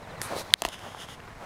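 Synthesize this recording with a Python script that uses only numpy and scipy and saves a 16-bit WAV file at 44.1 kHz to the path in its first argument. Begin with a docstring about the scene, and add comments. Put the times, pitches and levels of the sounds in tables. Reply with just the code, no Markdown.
"""Footsteps in mown grass

Someone walks a grass trail with a hand-held camera; feet and legs swish, as coloured noise of tiny slips.
A hard part, probably on the strap, snaps against the camera (decaying sines that sag in pitch), overloads
the microphone and rattles on the case (struck modes and grit). The gain control ducks after the snap.
A far bird chirps in gliding sines over soft outdoor air, hiss and low buffets of filtered noise."""
import sys
import numpy as np
from scipy import signal
from scipy.fft import rfft, irfft
from scipy.io import wavfile
from scipy.ndimage import uniform_filter1d

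SR = 44100
rng = np.random.default_rng(int(sys.argv[2]) if len(sys.argv) > 2 else 0)


def to_wav(sig):
    """Store sig (one row per channel, or 1-D mono) as 16-bit WAV at the path in sys.argv[1].

    Samples outside -1..1 are clipped; the rate is SR.
    """
    pcm = np.clip(np.atleast_2d(sig), -1, 1) * 32767
    pcm = np.round(pcm).astype(np.int16)
    wavfile.write(sys.argv[1], SR, pcm.T)  # frames by channels


N = 63945
T = np.arange(N) / SR  # time [s]


def amp(db):
    """Logarithmic level: decibels become a linear amplitude factor."""
    return 10 ** (np.asarray(db) / 20)


def unit(x):
    """Power normalisation: the signal is scaled to an rms of 1."""
    return x / np.sqrt(np.mean(x ** 2) + 1e-20)


def colour(x, points):
    """Spectral shaping: gains interpolated over log frequency weight the spectrum; the rms becomes 1."""
    hz, db = np.transpose(points)
    bin_hz = np.fft.rfftfreq(N, 1 / SR)
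    gain_db = np.interp(np.log(bin_hz + 1), np.log(hz), db)
    return unit(irfft(rfft(x) * amp(gain_db), N))


def swell(peak, rise, fall, db):
    """Gaussian envelope: separate widths [s] before and after the peak."""
    width = np.where(T < peak, rise, fall)
    return amp(db) * np.exp(-.5 * ((T - peak) / width) ** 2)


def swells(rows):
    """Incoherent addition: the powers of several envelopes add."""
    return np.sqrt(sum(swell(*row) ** 2 for row in rows))


def air():
    """Broadband noise: a drifting, fluttering outdoor wash, steady fine hiss and low microphone buffets."""
    # relative spectra of the wash, hiss and buffets: (frequency [Hz], level [dB])
    air_colour = [(20, -5), (45, -8.5), (90, 2), (140, 1), (200, -2.5), (330, -7), (550, -7.5), (850, -4.5),
                  (1400, -10), (2100, -12), (3000, -21.5), (4500, -33), (8000, -35), (16000, -47)]
    hiss_colour = [(1000, -2.5), (4000, 1), (8000, -5.5), (12000, -10.5), (15700, -19), (16800, -49)]
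    buffet_colour = [(15, -13), (42, 3.5), (80, -0.5), (200, -34), (1000, -75)]
    # slow drift of the wash: (time [s], level change [dB])
    air_drift = [(0, -0.5), (.3, 3), (.5, 1.5), (.75, 0), (1, -2), (1.2, -1), (1.45, -3)]
    # low buffets on the microphone: (peak time [s], rise width [s], fall width [s], level [dB])
    buffets = [(.33, 0.025, 0.018, -63), (.66, 0.0045, 0.017, -39.5), (1.257, .012, 0.012, -44),
               (1.36, 0.048, 0.025, -50)]
    air_db, flutter_rms_db, hiss_db = -46, 2, -61

    flutter = colour(rng.standard_normal(N), [(3, -10), (40, -4), (120, -40), (1000, -100)])
    drift_db = np.interp(T, *np.transpose(air_drift))
    wash = colour(rng.standard_normal(N), air_colour)
    wash *= amp(air_db + drift_db + flutter_rms_db * flutter)
    hiss = amp(hiss_db) * colour(rng.standard_normal(N), hiss_colour)
    buffeting = colour(rng.standard_normal(N), buffet_colour) * swells(buffets)
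    return wash + hiss + buffeting


def blades(per_s=3500, spread_db=4.5, smooth=.63):
    """Stick-slip friction: random slips of uneven size over smooth noise, which has a share of the power."""
    size = amp(spread_db * np.minimum(rng.exponential(1, N), 3))
    sign = rng.choice([-1., 1.], N)
    slips = size * sign * (rng.random(N) < per_s / SR)
    return np.sqrt(1 - smooth) * unit(slips) + np.sqrt(smooth) * rng.standard_normal(N)


def walking():
    """Frictional noise: dull footfalls, bright blade swishes and softer rubbing differ in spectrum and swell."""
    # feet pressing into the grass, each dull crunch with its own pitch:
    # (peak time [s], rise width [s], fall width [s], level [dB], spectrum frequency factor [1])
    steps = [(.02, 0.037, .03, -48, 0.91), (.125, 0.049, 0.048, -44.5, 1.02),
             (.29, 0.062, 0.026, -39, 1.72), (0.326, 0.018, .032, -32, 0.94),
             (0.391, 0.018, 0.022, -38.5, 0.99), (.49, .06, 0.037, -48, 1.05),
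             (.66, 0.038, 0.035, -40.5, 1.07), (.86, 0.038, 0.049, -42, 1.22),
             (1.02, 0.033, 0.031, -53, 0.81), (1.27, 0.044, 0.057, -51.5, 1.96),
             (1.435, 0.037, .05, -43, 1.29)]
    # blades whipping over a shoe: (peak time [s], rise width [s], fall width [s], level [dB],
    # sizzle boost before the rms is set [dB])
    swishes = [(.221, 0.0038, 0.029, -38.5, 10), (.252, 0.017, 0.016, -46, 11), (.3, 0.058, 0.045, -49, -3),
               (.393, 0.025, 0.02, -37, -4.5), (.48, 0.062, 0.073, -54, -9.5),
               (0.597, 0.019, 0.028, -47, -10), (0.66, 0.013, 0.0095, -38, -10)]
    # softer rubbing during the later footfalls:
    # (peak time [s], rise width [s], fall width [s], level [dB])
    rubs = [(.685, 0.0071, 0.024, -44), (.735, .014, 0.014, -38), (.81, 0.062, 0.063, -48.5),
            (.9, 0.066, 0.1, -50), (1.02, 0.03, 0.024, -41), (1.09, 0.0087, 0.027, -47.5),
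            (1.135, 0.038, 0.014, -46)]
    # relative spectra, that of the steps before its frequency factor: (frequency [Hz], level [dB])
    step_colour = [(60, -18), (200, -10), (380, -5.5), (560, 1.5), (800, -3), (1200, -8.5), (1700, -15),
                   (2600, -20.5), (5000, -27.5), (16000, -41)]
    swish_colour = [(500, -52), (2000, -1), (3000, -7.5), (4000, 5), (5000, -2), (6200, -2), (7300, -5),
                    (9500, 0), (12000, -7), (15500, -12), (17000, -45)]
    rub_colour = [(400, -5.5), (1100, 0.5), (1900, -2), (2400, -10), (3000, 3.5), (3500, 1.5), (4100, -11),
                  (4650, -10.5), (5100, -4.5), (5800, -11), (6500, -6), (7700, -16), (9000, -11.5),
                  (9900, -10.5), (10700, -15.5), (15500, -24), (17000, -50)]
    sizzle_hz, sizzle_width_hz = 10200, 2400

    out = colour(blades(), rub_colour) * swells(rubs)
    for peak, rise, fall, db, pitch in steps:
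        crunch = blades(per_s=1400, spread_db=3.2, smooth=.35)
        shifted_colour = np.multiply(step_colour, [pitch, 1])
        out += colour(crunch, shifted_colour) * swell(peak, rise, fall, db)
    bin_hz = np.fft.rfftfreq(N, 1 / SR)
    sizzle = np.exp(-.5 * ((bin_hz - sizzle_hz) / sizzle_width_hz) ** 2)
    for peak, rise, fall, db, sizzle_db in swishes:
        sizzling = irfft(rfft(blades()) * amp(sizzle_db * sizzle), N)
        out += colour(sizzling, swish_colour) * swell(peak, rise, fall, db)
    return out


def bird():
    """Frequency modulation: phase accumulates a falling frequency, giving thin whistles that slide down."""
    # chirps of a far bird: (start [s], length [s], level at mid-chirp [dB], fall [Hz])
    chirps = [(.022, .042, -57, 1000), (.092, .04, -55, 850), (0.164, .034, -56, 600),
              (.228, .035, -53, 600), (.515, .025, -55, 350)]
    start_hz, bend, fade_db = 4170, 1.6, -5  # bend is the exponent of the glide
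    out = np.zeros(N)
    for start, length, db, fall_hz in chirps:
        progress = np.clip((T - start) / length, 0, 1)
        arch = np.sqrt(4 * progress * (1 - progress))
        cycles = np.cumsum(start_hz - fall_hz * progress ** bend) / SR
        out += amp(db + fade_db * (progress - .5)) * arch * np.sin(2 * np.pi * cycles)
    return out


def knocks():
    """Modal excitation: each knock rings damped case modes, weighted by band, with a brief scrape."""
    # knocks on the case: (start [s], contact time constant [s], mode frequency factor [1],
    # mode decay factor [1], bass level [dB], middle level [dB], treble level, also of the grit [dB])
    knock_rows = [(0.2161, 0.00015, 0.71, 0.53, -22, -19, -12.5),
                  (.3645, 0.00036, 0.79, 0.62, -14, -28, -43), (.5062, 0.00043, 1.25, 1, -43, -29.5, -46),
                  (0.62, 0.00042, 0.972, 0.81, -7.5, -16.5, -4.5),
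                  (0.635, .001, 1.75, 0.61, -19.5, -25, -39), (0.638, 0.00038, 1.09, 0.79, -28, -23, -28),
                  (0.6436, .0002, 0.87, 0.45, -54, -36, -42), (.6502, 0.00087, 1, 1, -6.5, -5, -9),
                  (0.6565, .0005, 1.1, 0.4, -39, -26, -16), (0.664, 0.00039, 1, 0.62, -37, -19, -22),
                  (0.68, 0.0018, 0.99, 1, -19.5, -36, -38), (0.6875, 0.00035, 1.075, 0.88, -48, -25.5, -20),
                  (0.7433, 0.00044, 0.98, 0.71, -33.5, -24, -38),
                  (.792, 0.00046, 0.82, 0.83, -45, -36, -33), (.9468, 0.00034, 1.3, 0.66, -23.5, -42, -52),
                  (1.0866, 0.00018, 1.16, 0.75, -30, -31, -52), (1.202, 0.00062, 0.98, 1, -43, -30, -50),
                  (1.278, 0.00043, 1.48, 0.66, -34, -45, -59)]
    # centres of the bass, middle and treble weights: (frequency [Hz], ...)
    bands_hz = (1150, 1800, 7500)
    # case modes before each knock's factors and weights: (frequency [Hz], level [dB], 60 dB decay [s])
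    case_modes = [(250, -12.5, 0.018), (356, -11.5, 0.023), (689, -4.5, .024), (957, -6, 0.017),
                  (1197, -4.5, 0.0092), (1884, -4, 0.0091), (2755, 1, 0.0089), (3310, -5.5, 0.0073),
                  (4290, -2.5, 0.0044), (4970, -10.5, 0.0072), (6460, -1, 0.0054), (7900, -6.5, 0.0044),
                  (9440, 0.5, 0.0029), (11700, -6.5, 0.0042), (14200, -2, .002)]
    # relative spectrum of the scrape: (frequency [Hz], level [dB])
    grit_colour = [(1000, -10), (3500, 5), (5500, 0), (7000, -2), (11000, 3.5), (15500, -12), (17000, -40)]
    grit_db, grit_t60 = -9.5, .0082  # dB relative to the treble level, s

    out = np.zeros(N)
    grit = colour(rng.standard_normal(N), grit_colour)
    for start, contact, pitch, ring, bass_db, middle_db, treble_db in knock_rows:
        t = np.maximum(T - start, 0)
        knock = grit * amp(treble_db + grit_db - 60 * np.minimum(t / grit_t60, 10))
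        for k, (hz, db, t60) in enumerate(case_modes):
            force_db = np.interp(np.log(hz), np.log(bands_hz), [bass_db, middle_db, treble_db])
            decay_db = -60 * np.minimum(t / (t60 * ring), 10)
            polarity = (-1) ** k
            knock += polarity * amp(db + force_db + decay_db) * np.sin(2 * np.pi * hz * pitch * t)
        out += knock * (1 - np.exp(-t / contact))
    return out


def snap():
    """Heavily damped impact: about a millisecond of ringing sags in pitch, with a short noise tail."""
    # ringing modes before the common gain: (starting frequency [Hz], level [dB], Gaussian decay width [s])
    snap_modes = [(3600, -0.5, 0.00052), (4840, 4, 0.00036), (5510, -1.5, 0.0005), (7286, 1.9, 0.00048),
                  (9300, -0.4, 0.00025)]
    # relative spectrum of the tail: (frequency [Hz], level [dB])
    tail_colour = [(200, -16), (700, -12), (1300, -3), (3500, -1), (6000, -13), (10000, -5), (16000, -34)]
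    start_s, rise_s, ring_db = .53823, .00024, 3.5
    tail_db, tail_t60 = -15, .0094  # dB, s
    sag_share, sag_s = .54, .0004  # final fractional drop of the frequency, time scale in s

    t = np.maximum(T - start_s, 0)
    tail = colour(rng.standard_normal(N), tail_colour) * amp(tail_db - 60 * t / tail_t60)
    sag = 1 - np.exp(-(t / sag_s) ** 4)
    sagged_t = t - sag_share * np.cumsum(sag) / SR  # slowed time lowers every mode alike
    ring = np.zeros(N)
    for hz, db, width in snap_modes:
        ring += amp(db) * np.sin(2 * np.pi * hz * sagged_t) * np.exp(-.5 * (t / width) ** 2)
    onset = np.minimum(t / rise_s, 1)
    return onset * (tail - amp(ring_db) * ring)


def scene():
    """Superposition: the pressures of all sources add at the one microphone."""
    return (air() + walking() + bird() + knocks() + snap())[None]


def record(dry):
    """Dynamic compression: gain ducks just after a peak and recovers; clipping and low-pass filters follow."""
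    limit_db, slope = -16, .87  # threshold, dB of ducking per dB above it
    attack_s, recover_s, lag_s = .001, .13, .0017
    soft_hz, edge_hz = 15400, 16957

    x = np.clip(dry[0], -1, 1)
    power = abs(uniform_filter1d(x ** 2, size=44))  # mean over about 1 ms
    level_db = 10 * np.log10(power + 1e-12)
    recovery = np.exp(-T / recover_s)
    # peak hold with an exponential return of the ducking depth
    wanted_db = slope * np.maximum(level_db - limit_db, 0)
    duck_db = np.maximum.accumulate(wanted_db / recovery) * recovery
    glide = np.exp(-1 / (attack_s * SR))
    duck_db = signal.lfilter([1 - glide], [1, -glide], duck_db)
    lagged_duck_db = np.interp(T - lag_s, T, duck_db)
    out = np.clip(dry[0] * amp(-lagged_duck_db), -1, 1)
    out = signal.lfilter(*signal.butter(2, soft_hz, fs=SR), out)
    band_limit = signal.firwin(255, edge_hz, window=("kaiser", 8), fs=SR)
    return signal.oaconvolve(out, band_limit, "same")[None]


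dry = scene()
out = record(dry)
to_wav(out)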